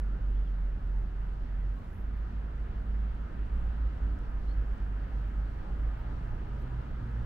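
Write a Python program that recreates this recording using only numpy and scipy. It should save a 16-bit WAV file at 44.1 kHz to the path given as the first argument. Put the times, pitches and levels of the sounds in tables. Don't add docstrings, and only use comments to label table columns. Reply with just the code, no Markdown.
import sys
import numpy as np
from scipy import signal
from scipy.fft import rfft, irfft, next_fast_len
from scipy.io import wavfile
from scipy.ndimage import uniform_filter1d

SR = 44100
rng = np.random.default_rng(int(sys.argv[2]) if len(sys.argv) > 2 else 0)


def waveform_to_disk(signal):
    frames = np.transpose(np.atleast_2d(signal))
    scaled = np.clip(frames, -1, 1) * 32767
    samples = np.round(scaled).astype(np.int16)
    wavfile.write(sys.argv[1], SR, samples)


def attenuation_scalar(level_db):
    decades = np.asarray(level_db, float) / 20
    return 10 ** decades


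N = 319725

# frequency in Hz, mid level in dB per Hz, side level in dB
# per Hz, share of the side in phase with the mid (-1 to 1), share in quadrature (-1 to 1).
ROAR_SPECTRUM = [(21.3, -55, -67.5, -0.82, -0.43), (35.7, -55, -72, -.9, -0.5), (43, -62, -76, -.9, -.3),
                 (62, -63, -79.5, -.6, -.3), (77.4, -63.5, -82.5, -0.19, -0.48),
                 (124, -68.5, -83, -.07, 0.64), (207, -73, -83, -0.15, -0.69),
                 (292.6, -78.5, -87.5, .03, -0.26), (485, -85.5, -90, 0, -0.4), (640, -88, -89, .2, -0.26),
                 (950, -89.5, -84.5, .16, -0.12), (1180, -93.5, -88, 0.28, -0.1),
                 (1214, -87, -94.5, 0.17, 0.1), (1696, -91, -95.5, -0.16, -0.45),
                 (2347, -101.5, -102.5, -.16, -0.7), (2925, -103, -104, -0.22, -.25),
                 (3800, -110.5, -111.5, -.12, -.1), (4300, -111.5, -110.5, -.2, 0),
                (5000, -115, -116, -.2, 0), (6700, -120.5, -121, -.13, 0), (7000, -122, -127, -.1, 0),
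                (7700, -122.5, -124, -.1, 0), (8600, -124.5, -130, -.1, 0), (9400, -127, -127, -.1, 0),
                (12700, -128.5, -133, -.1, 0), (12790, -143, -138, 0, 0), (14200, -137, -131, 0, 0),
                (14330, -122, -116, -.1, .2), (14930, -121.5, -118, -.1, .2), (15020, -136, -119, 0, 0)]
# time in seconds, level in dB.
FLOW = [
    (0, -0.5),
    (.7, -1.5),
    (1.4, -1.5),
    (2.4, -0.8),
    (3.5, 0.6),
    (4.2, 0.94),
    (4.9, 0.5),
    (5.6, 1.26),
    (6.2, 1.4),
    (7.25, 1),
]
# their frequencies in Hz, then how far each follows the flow (1 = fully).
FLOW_HZ = [200, 700, 1800, 6000]
FLOW_SHARE = [0.74, 1.05, 1.3, 0.6]
# time in seconds, activity (no unit).
TREBLE_ACTIVITY = [(0, -1.2), (1.72, -1.1), (1.8, 1.2), (1.97, 1.6), (2.05, -.9), (4, -.9), (4.3, .3), (5.4, .3),
                   (5.55, 1), (5.7, .4), (6.5, .5), (6.6, 1.3), (6.75, 0), (7.0, .6), (7.25, .8)]
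TREBLE_EDGES_HZ = [12750, 13500, 14250, 15000, 15720]
# start in seconds, peak in dB, left minus right in dB, pitch in Hz.
GRIT = [(1.79, -68, 0, 10000), (1.884, -67, 1, 6200), (1.93, -67, 1, 6500), (1.946, -70, 0, 9000),
        (3.148, -65, -1, 8000), (3.459, -67, 4, 5200), (3.692, -67, -2, 6500), (3.772, -68, -1, 7000),
        (4.189, -61.5, -4, 7000), (4.78, -61, -3, 6000), (4.877, -68, -1, 9000), (5.58, -66, 0, 12000),
        (5.89, -66, 0, 10500), (6.622, -63, -1, 9000)]
# start in seconds, frequency in Hz, level in dB,
# 60 dB decay in seconds, left minus right in dB.
TAGS = [
    (1.175, 11950, -77, .5, -3),
    (1.835, 10900, -75, .3, 0),
    (1.9, 13150, -82, .2, -5),
    (1.925, 11070, -69, .45, -1),
    (1.96, 12200, -68, .3, 0),
    (2.0, 11700, -76, .2, -1),
    (2.045, 13050, -79, .3, 0),
    (2.15, 12150, -75, .35, -7),
    (2.15, 10400, -86, .3, 0),
    (2.185, 13630, -83, .2, 2),
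]
# start in seconds, length in seconds, frequency in Hz,
# climb in Hz per second, level in dB.
WHISTLES = [
    (.352, .134, 3410, 600, -74.5),
    (2.43, .16, 3220, 2200, -81),
    (3.595, .105, 3320, 2500, -82),
    (6.94, .15, 3250, 2300, -81),
]
BLIPS = [
    (1.59, .014, 4150, 2000, -87),
    (1.836, .022, 4060, -32000, -76),
    (4.476, .044, 4000, 12000, -68.5),
    (5.14, .09, 4230, 500, -87.5),
    (1.76, .026, 4000, -1500, -80),
    (1.608, .028, 3290, -3000, -76.5),
]
# left minus right in dB, left lag in ms, echo in dB.
PERCHES = [
    (3, 0.035, -9),
    (9.5, 0.12, -5),
    (-1, 0.1, -4),
    (0, .08, -1),
    (2, .03, -5),
    (3, 0.03, -6),
    (-1, 0.04, -3),
    (8, 0.11, 5),
    (3, .03, -5),
    (2, .03, -5),
]
# centre in seconds, length in seconds, frequency in Hz,
# level in dB, left minus right in dB.
WHINES = [(.25, 0.11, 590, -67, 5), (1.247, 0.088, 950, -68, -1), (1.801, .1, 1108, -65, -2),
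          (3.564, .12, 1180, -67, 2), (4.268, .15, 970, -67, 3), (5.62, 0.1, 755, -64, 0),
          (5.681, .12, 1066, -68, 0), (5.861, .18, 1195, -66, -4), (6.063, 0.054, 855, -61, 3),
          (6.322, 0.1, 856, -62, 4), (6.45, .25, 417, -69, 6), (6.565, .09, 958, -61, 0),
          (6.74, 0.08, 980, -63, 0), (5.7, .07, 800, -62.5, 3), (5.67, .05, 855, -61, 5),
          (5.765, .06, 590, -64.5, 3), (5.897, .06, 1210, -64, -1), (5.91, .1, 790, -66, 2),
          (6.02, .08, 920, -61, 2), (6.1, .06, 1090, -66, -2), (6.25, .06, 670, -60, 1),
          (6.456, .06, 835, -65, -2), (6.64, .05, 960, -66, 0), (2.325, .05, 700, -63.5, -1),
          (.955, .04, 898, -61.5, 0)]
# start in seconds, length in seconds, firing rate in Hz,
# climb in Hz per second, level in dB.
PASSES = [(2.1, 0.47, 200, -40, -54.5), (2.7, 0.4, 195, 11.5, -56), (3.9, .3, 190, 0, -58.5),
          (4.0, .25, 290, 0, -59), (3.6, .8, 87.3, 10.5, -49), (4.55, 1.2, 101, 1.5, -48.5),
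          (3.33, .3, 98, 71, -50), (0.594, 0.69, 62, 16.5, -48), (1.18, 1.4, 85, 0.5, -52.5),
          (0.23, 1.6, 169.7, 3.5, -60), (6.25, 0.3, 310, -5.5, -60), (5.95, .35, 270, 22, -58),
          (6.4, 0.22, 68, 0, -46), (6.25, 0.42, 79, 2, -48.5), (2.3, 1.3, 73, -1, -53.5),
          (4.95, .5, 70, 5.5, -48), (0.89, .3, 117, 6, -52)]
LORRIES = [
    (6.44, 0.67, 61.3, 1.5, -41),
    (5.95, 0.22, 51, 54, -42.5),
    (6.22, .2, 57.5, -10, -44),
    (7.0, 0.11, 57.6, -1, -37),
    (7.13, .17, 57.2, -1, -37),
]
# order (multiple of the firing rate), level in dB.
LORRY_ORDERS = [(1, -11.5), (2, -2), (4, -18.5)]
# time in seconds, firing rate in Hz, level in dB.
BUS = [(0, 46.4, -32), (.4, 45.87, -28), (1.0, 45.27, -30.5), (1.3, 45.73, -35.1), (1.7, 46.2, -30.5),
       (2.0, 49.56, -33.5), (3.05, 52.74, -30.5), (3.42, 52.25, -29.5), (3.9, 54.6, -26.2),
       (4.2, 49.4, -28), (4.6, 50.6, -24.5), (5.0, 48.7, -30), (5.4, 49.6, -27), (5.85, 52.2, -29),
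       (6.2, 51, -38.5), (6.6, 53.68, -31), (6.9, 55.04, -37.5), (7.25, 56.8, -32.5)]
# centre in seconds, half width in seconds, depth in dB.
SHADOWS = [(0.189, 0.025, 12.5), (0.464, 0.026, 5.0), (0.56, 0.044, 3.0), (0.804, 0.065, 7.6),
           (1.056, 0.017, 4.9), (1.124, 0.028, 5.7), (1.342, 0.012, 2.8), (1.459, 0.02, 12.5),
           (1.823, 0.066, 12.5), (1.891, 0.013, 12.5), (1.958, 0.058, 12.5), (2.31, 0.038, 10.6),
           (2.422, 0.018, 5.7), (2.526, 0.062, 8.9), (2.677, 0.021, 11.5), (2.73, 0.029, 12.5),
           (2.837, 0.02, 12.5), (3.133, 0.019, 10.5), (3.189, 0.033, 6.6), (3.269, 0.015, 8.9),
           (3.32, 0.071, 15.3), (3.485, 0.032, 12.5), (3.612, 0.027, 9.5), (3.742, 0.082, 5.7),
           (3.921, 0.033, 11.5), (3.988, 0.031, 20.0), (4.092, 0.024, 5.1), (4.164, 0.013, 12.5),
           (4.198, 0.054, 11.5), (4.292, 0.037, 11.5), (4.416, 0.063, 11.5), (4.539, 0.034, 11.5),
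           (4.654, 0.045, 11.5), (4.768, 0.04, 12.5), (4.864, 0.066, 6.7), (5.009, 0.035, 8.8),
           (5.092, 0.035, 12.5), (5.22, 0.027, 5.3), (5.317, 0.043, 9.7), (5.523, 0.099, 10.5),
           (5.628, 0.037, 12.5), (5.685, 0.047, 11.5), (5.77, 0.02, 8.5), (5.965, 0.066, 5.4),
           (6.037, 0.015, 8.7), (6.097, 0.012, 12.5), (6.161, 0.012, 12.5), (6.222, 0.034, 7.3),
           (6.351, 0.04, 12.5), (6.45, 0.014, 12.5), (6.484, 0.017, 12.5), (6.515, 0.012, 11.5),
           (6.602, 0.065, 11.5), (6.696, 0.028, 12.5), (6.821, 0.012, 12.5), (6.873, 0.023, 11.5),
           (6.924, 0.02, 12.5), (7.019, 0.015, 12.5), (7.078, 0.015, 8.6), (7.237, 0.023, 11.5)]


def curve(s, values):
    return np.interp(np.arange(N) / SR, s, values)


def walk(rate):
    k = int(SR / rate)
    held = np.repeat(rng.standard_normal(N // k + 1), k)
    return 1.297 * uniform_filter1d(uniform_filter1d(held, k), k)[:N]


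def place(x, pan_db, lag_s):
    t = np.arange(N)
    left = np.interp(t - lag_s * SR, t, x)
    return np.array([attenuation_scalar(pan_db / 2) * left, attenuation_scalar(-pan_db / 2) * x])


def port_db(pan_db):
    return np.array([[pan_db], [-pan_db]]) / 2


def gate(s, fade_s):
    return curve([s[0] - fade_s, s[0], s[-1], s[-1] + fade_s], [0, 1, 1, 0])


def roar(flicker_db=1.0, stir_db=.6):
    size = next_fast_len(N)
    hz = np.fft.rfftfreq(size, 1 / SR) + 1e-3
    f, *columns = np.transpose(ROAR_SPECTRUM)
    mid_db, side_db, same, quad = (np.interp(np.log(hz), np.log(f), c) for c in columns)
    edges = np.clip(hz / 16, 0, 1) ** 2 * (hz < 15720)
    a, b = rfft(rng.standard_normal((2, size))) * np.sqrt(SR / 2) * edges
    tie = same + 1j * quad
    tie = tie / np.maximum(np.abs(tie), 1)
    own = np.sqrt(np.clip(1 - np.abs(tie) ** 2, 0, 1))
    mid = attenuation_scalar(mid_db) * a
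    side = attenuation_scalar(side_db) * (tie * a + own * b)
    ports = np.array([mid + side, mid - side])
    flow = curve(*np.transpose(FLOW))
    stir = walk(20) + curve(*np.transpose(TREBLE_ACTIVITY))
    out = 0
    for octave in np.arange(4, 14.5, .5):
        share = np.clip(1 - 2 * np.abs(np.log2(hz) - octave), 0, 1)
        db = np.interp(octave, np.log2(FLOW_HZ), FLOW_SHARE) * flow + flicker_db * walk(14)
        db = db + stir_db * stir * np.clip(octave - 12.1, 0, 1) * (octave < 14)
        out = out + attenuation_scalar(db) * irfft(ports * share, size)[:, :N]
    return out


def treble_flicker(db_per_hz=-134.5, burst_db=4.0, own=1.1):
    hz = np.fft.rfftfreq(N, 1 / SR)
    noise = rfft(rng.standard_normal(N)) * np.sqrt(SR / 2)
    activity = walk(45) + curve(*np.transpose(TREBLE_ACTIVITY))
    out = 0
    for low, high in zip(TREBLE_EDGES_HZ, TREBLE_EDGES_HZ[1:]):
        level_db = db_per_hz + burst_db * (activity + own * walk(40))
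        out = out + attenuation_scalar(level_db) * irfft(noise * (hz > low) * (hz < high), N)
    return out


def grit(decay_s=.002, spread=1.45):
    out, t = np.zeros((2, N)), np.arange(1024) / SR
    chance = rng.standard_normal((len(GRIT), 2, len(t)))
    for (s, db, pan_db, hz), noise in zip(GRIT, chance):
        band_hz = [hz / spread, min(hz * spread, 16000)]
        band = signal.butter(2, band_hz, "bandpass", fs=SR, output="sos")
        crack = signal.sosfilt(band, (.5 * noise[0] + noise) * np.exp(-t / decay_s))
        i = int(s * SR)
        out[:, i:i + len(t)] += crack / np.abs(crack).max() * attenuation_scalar(db + port_db(pan_db))
    return out


def tags(rise_s=.008, damped_s=.095, swing_db=3.5, drift=.005, lag_ms=.025):
    out, t = np.zeros((2, N)), np.arange(int(.2 * SR)) / SR
    swing, sway = walk(90), walk(70)
    for s, hz, db, t60, pan_db in TAGS:
        i = int(s * SR)
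        span = slice(i, i + len(t))
        phase = 2 * np.pi * hz * np.cumsum(1 + drift * sway[span]) / SR
        ports = np.sin(phase - 2 * np.pi * hz * np.array([[lag_ms], [0]]) / 1000)
        size = (1 - np.exp(-t / rise_s)) * attenuation_scalar(db - 60 * t / t60 + swing_db * swing[span])
        size = size / (1 + (t / damped_s) ** 8)
        out[:, span] += ports * size * attenuation_scalar(port_db(pan_db))
    return out


def whistle(s, length, hz, climb, db):
    hook_s, hook_hz, fall_hz, ends_db = .017, 220, 450, -5
    top = hz + climb * length
    end = s + length
    return [(s, hz - hook_hz, db + ends_db),
            (s + hook_s, hz, db + 1.5),
            (s + 2 * hook_s, hz, db - 4),
            (s + length / 2, (hz + top) / 2, db - 9),
            (end - 1.2 * hook_s, top, db - 1),
            (end - .5 * hook_s, top - .6 * fall_hz, db + 2),
            (end, top - fall_hz, db + ends_db)]


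def blip(s, length, hz, climb, db):
    shape = [(0, -10), (.4, 0), (.8, -1), (1, -5)]  # (share of the length, dB)
    return [(s + u * length, hz + climb * length * u * (1 - u / 4), db + d) for u, d in shape]


def birds(flutter_db=1.5, echo_s=.16):
    out = np.zeros((2, N))
    t = np.arange(int(.2 * SR)) / SR
    calls = [whistle(*row) for row in WHISTLES] + [blip(*row) for row in BLIPS]
    for call, (pan_db, lag_ms, echo_db) in zip(calls, PERCHES):
        s, hz, db = np.transpose(call)
        tone = np.sin(2 * np.pi * np.cumsum(curve(s, hz)) / SR)
        tone = np.sqrt(2) * tone * attenuation_scalar(curve(s, db) + flutter_db * walk(90)) * gate(s, .006)
        trunks = rng.standard_normal((2, len(t))) * attenuation_scalar(-60 * t / echo_s)
        trunks *= attenuation_scalar(echo_db) / np.sqrt(np.sum(trunks ** 2, axis=1, keepdims=True))
        out += place(tone, pan_db, lag_ms / 1000)
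        out += signal.fftconvolve(tone[None], trunks, axes=1)[:, :N]
    return out


def whines(wobble=0.016, flutter_db=3.5, lag_s=2e-4):
    out, t = np.zeros((2, N)), np.arange(N) / SR
    air = np.cumsum(1 + wobble * walk(25)) / SR
    flutter = attenuation_scalar(flutter_db * walk(35))
    for s, length, hz, db, pan_db in WHINES:
        near = np.abs(t - s) < 2 * length
        size = np.sqrt(2) * flutter[near] * np.exp(-(2 * (t[near] - s) / length) ** 2)
        ports = np.sin(2 * np.pi * hz * (air[near] - np.array([[lag_s], [0]])))
        out[:, near] += size * ports * attenuation_scalar(db + port_db(pan_db))
    return out


def engine(table, orders, wobble=0.01199, shimmer_db=0.3):
    s, hz, *levels = np.transpose(table)
    phase = 2 * np.pi * np.cumsum(curve(s, hz) * (1 + wobble * walk(6))) / SR
    tones = 0
    for order, db in zip(orders, levels):
        tones = tones + attenuation_scalar(curve(s, db) + shimmer_db * walk(12)) * np.cos(order * phase)
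    return np.sqrt(2) * tones * gate(s, 0.019)


def passing(s, length, hz, climb, db, orders_db=(0,)):
    shape = [(0, -8), (.3, 0), (1 - .3, 0), (1, -8)]  # (share of the pass, dB)
    return [(s + u * length, hz + climb * u * length, *(db + d + o for o in orders_db)) for u, d in shape]


def shadow(t, s, width, db):
    u = (t - s) / width
    dip = 1 - (1 - attenuation_scalar(-db)) * np.exp(-u ** 2)
    return dip * (np.tanh(2 * u) if db > 12 else 1)


def traffic():
    t = np.arange(0, N / SR, .002)
    clear = curve(t, np.prod([shadow(t, *row) for row in SHADOWS], axis=0))
    drone = clear * engine(BUS, orders=[1])
    for row in PASSES:
        drone = drone + engine(passing(*row), orders=[1], wobble=.017, shimmer_db=2.0)
    orders, orders_db = np.transpose(LORRY_ORDERS)
    for row in LORRIES:
        lorry = passing(*row, orders_db)
        drone = drone + engine(lorry, orders=np.round(orders), wobble=0.01204, shimmer_db=1.5)
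    return place(drone, pan_db=-2, lag_s=5e-5)


def scene():
    return roar() + treble_flicker() + grit() + tags() + birds() + whines() + traffic()


def band_limit(x):
    return signal.sosfilt(signal.butter(12, 15720, fs=SR, output="sos"), x)


def record(dry):
    return band_limit(dry)


dry = scene()
out = record(dry)
waveform_to_disk(out)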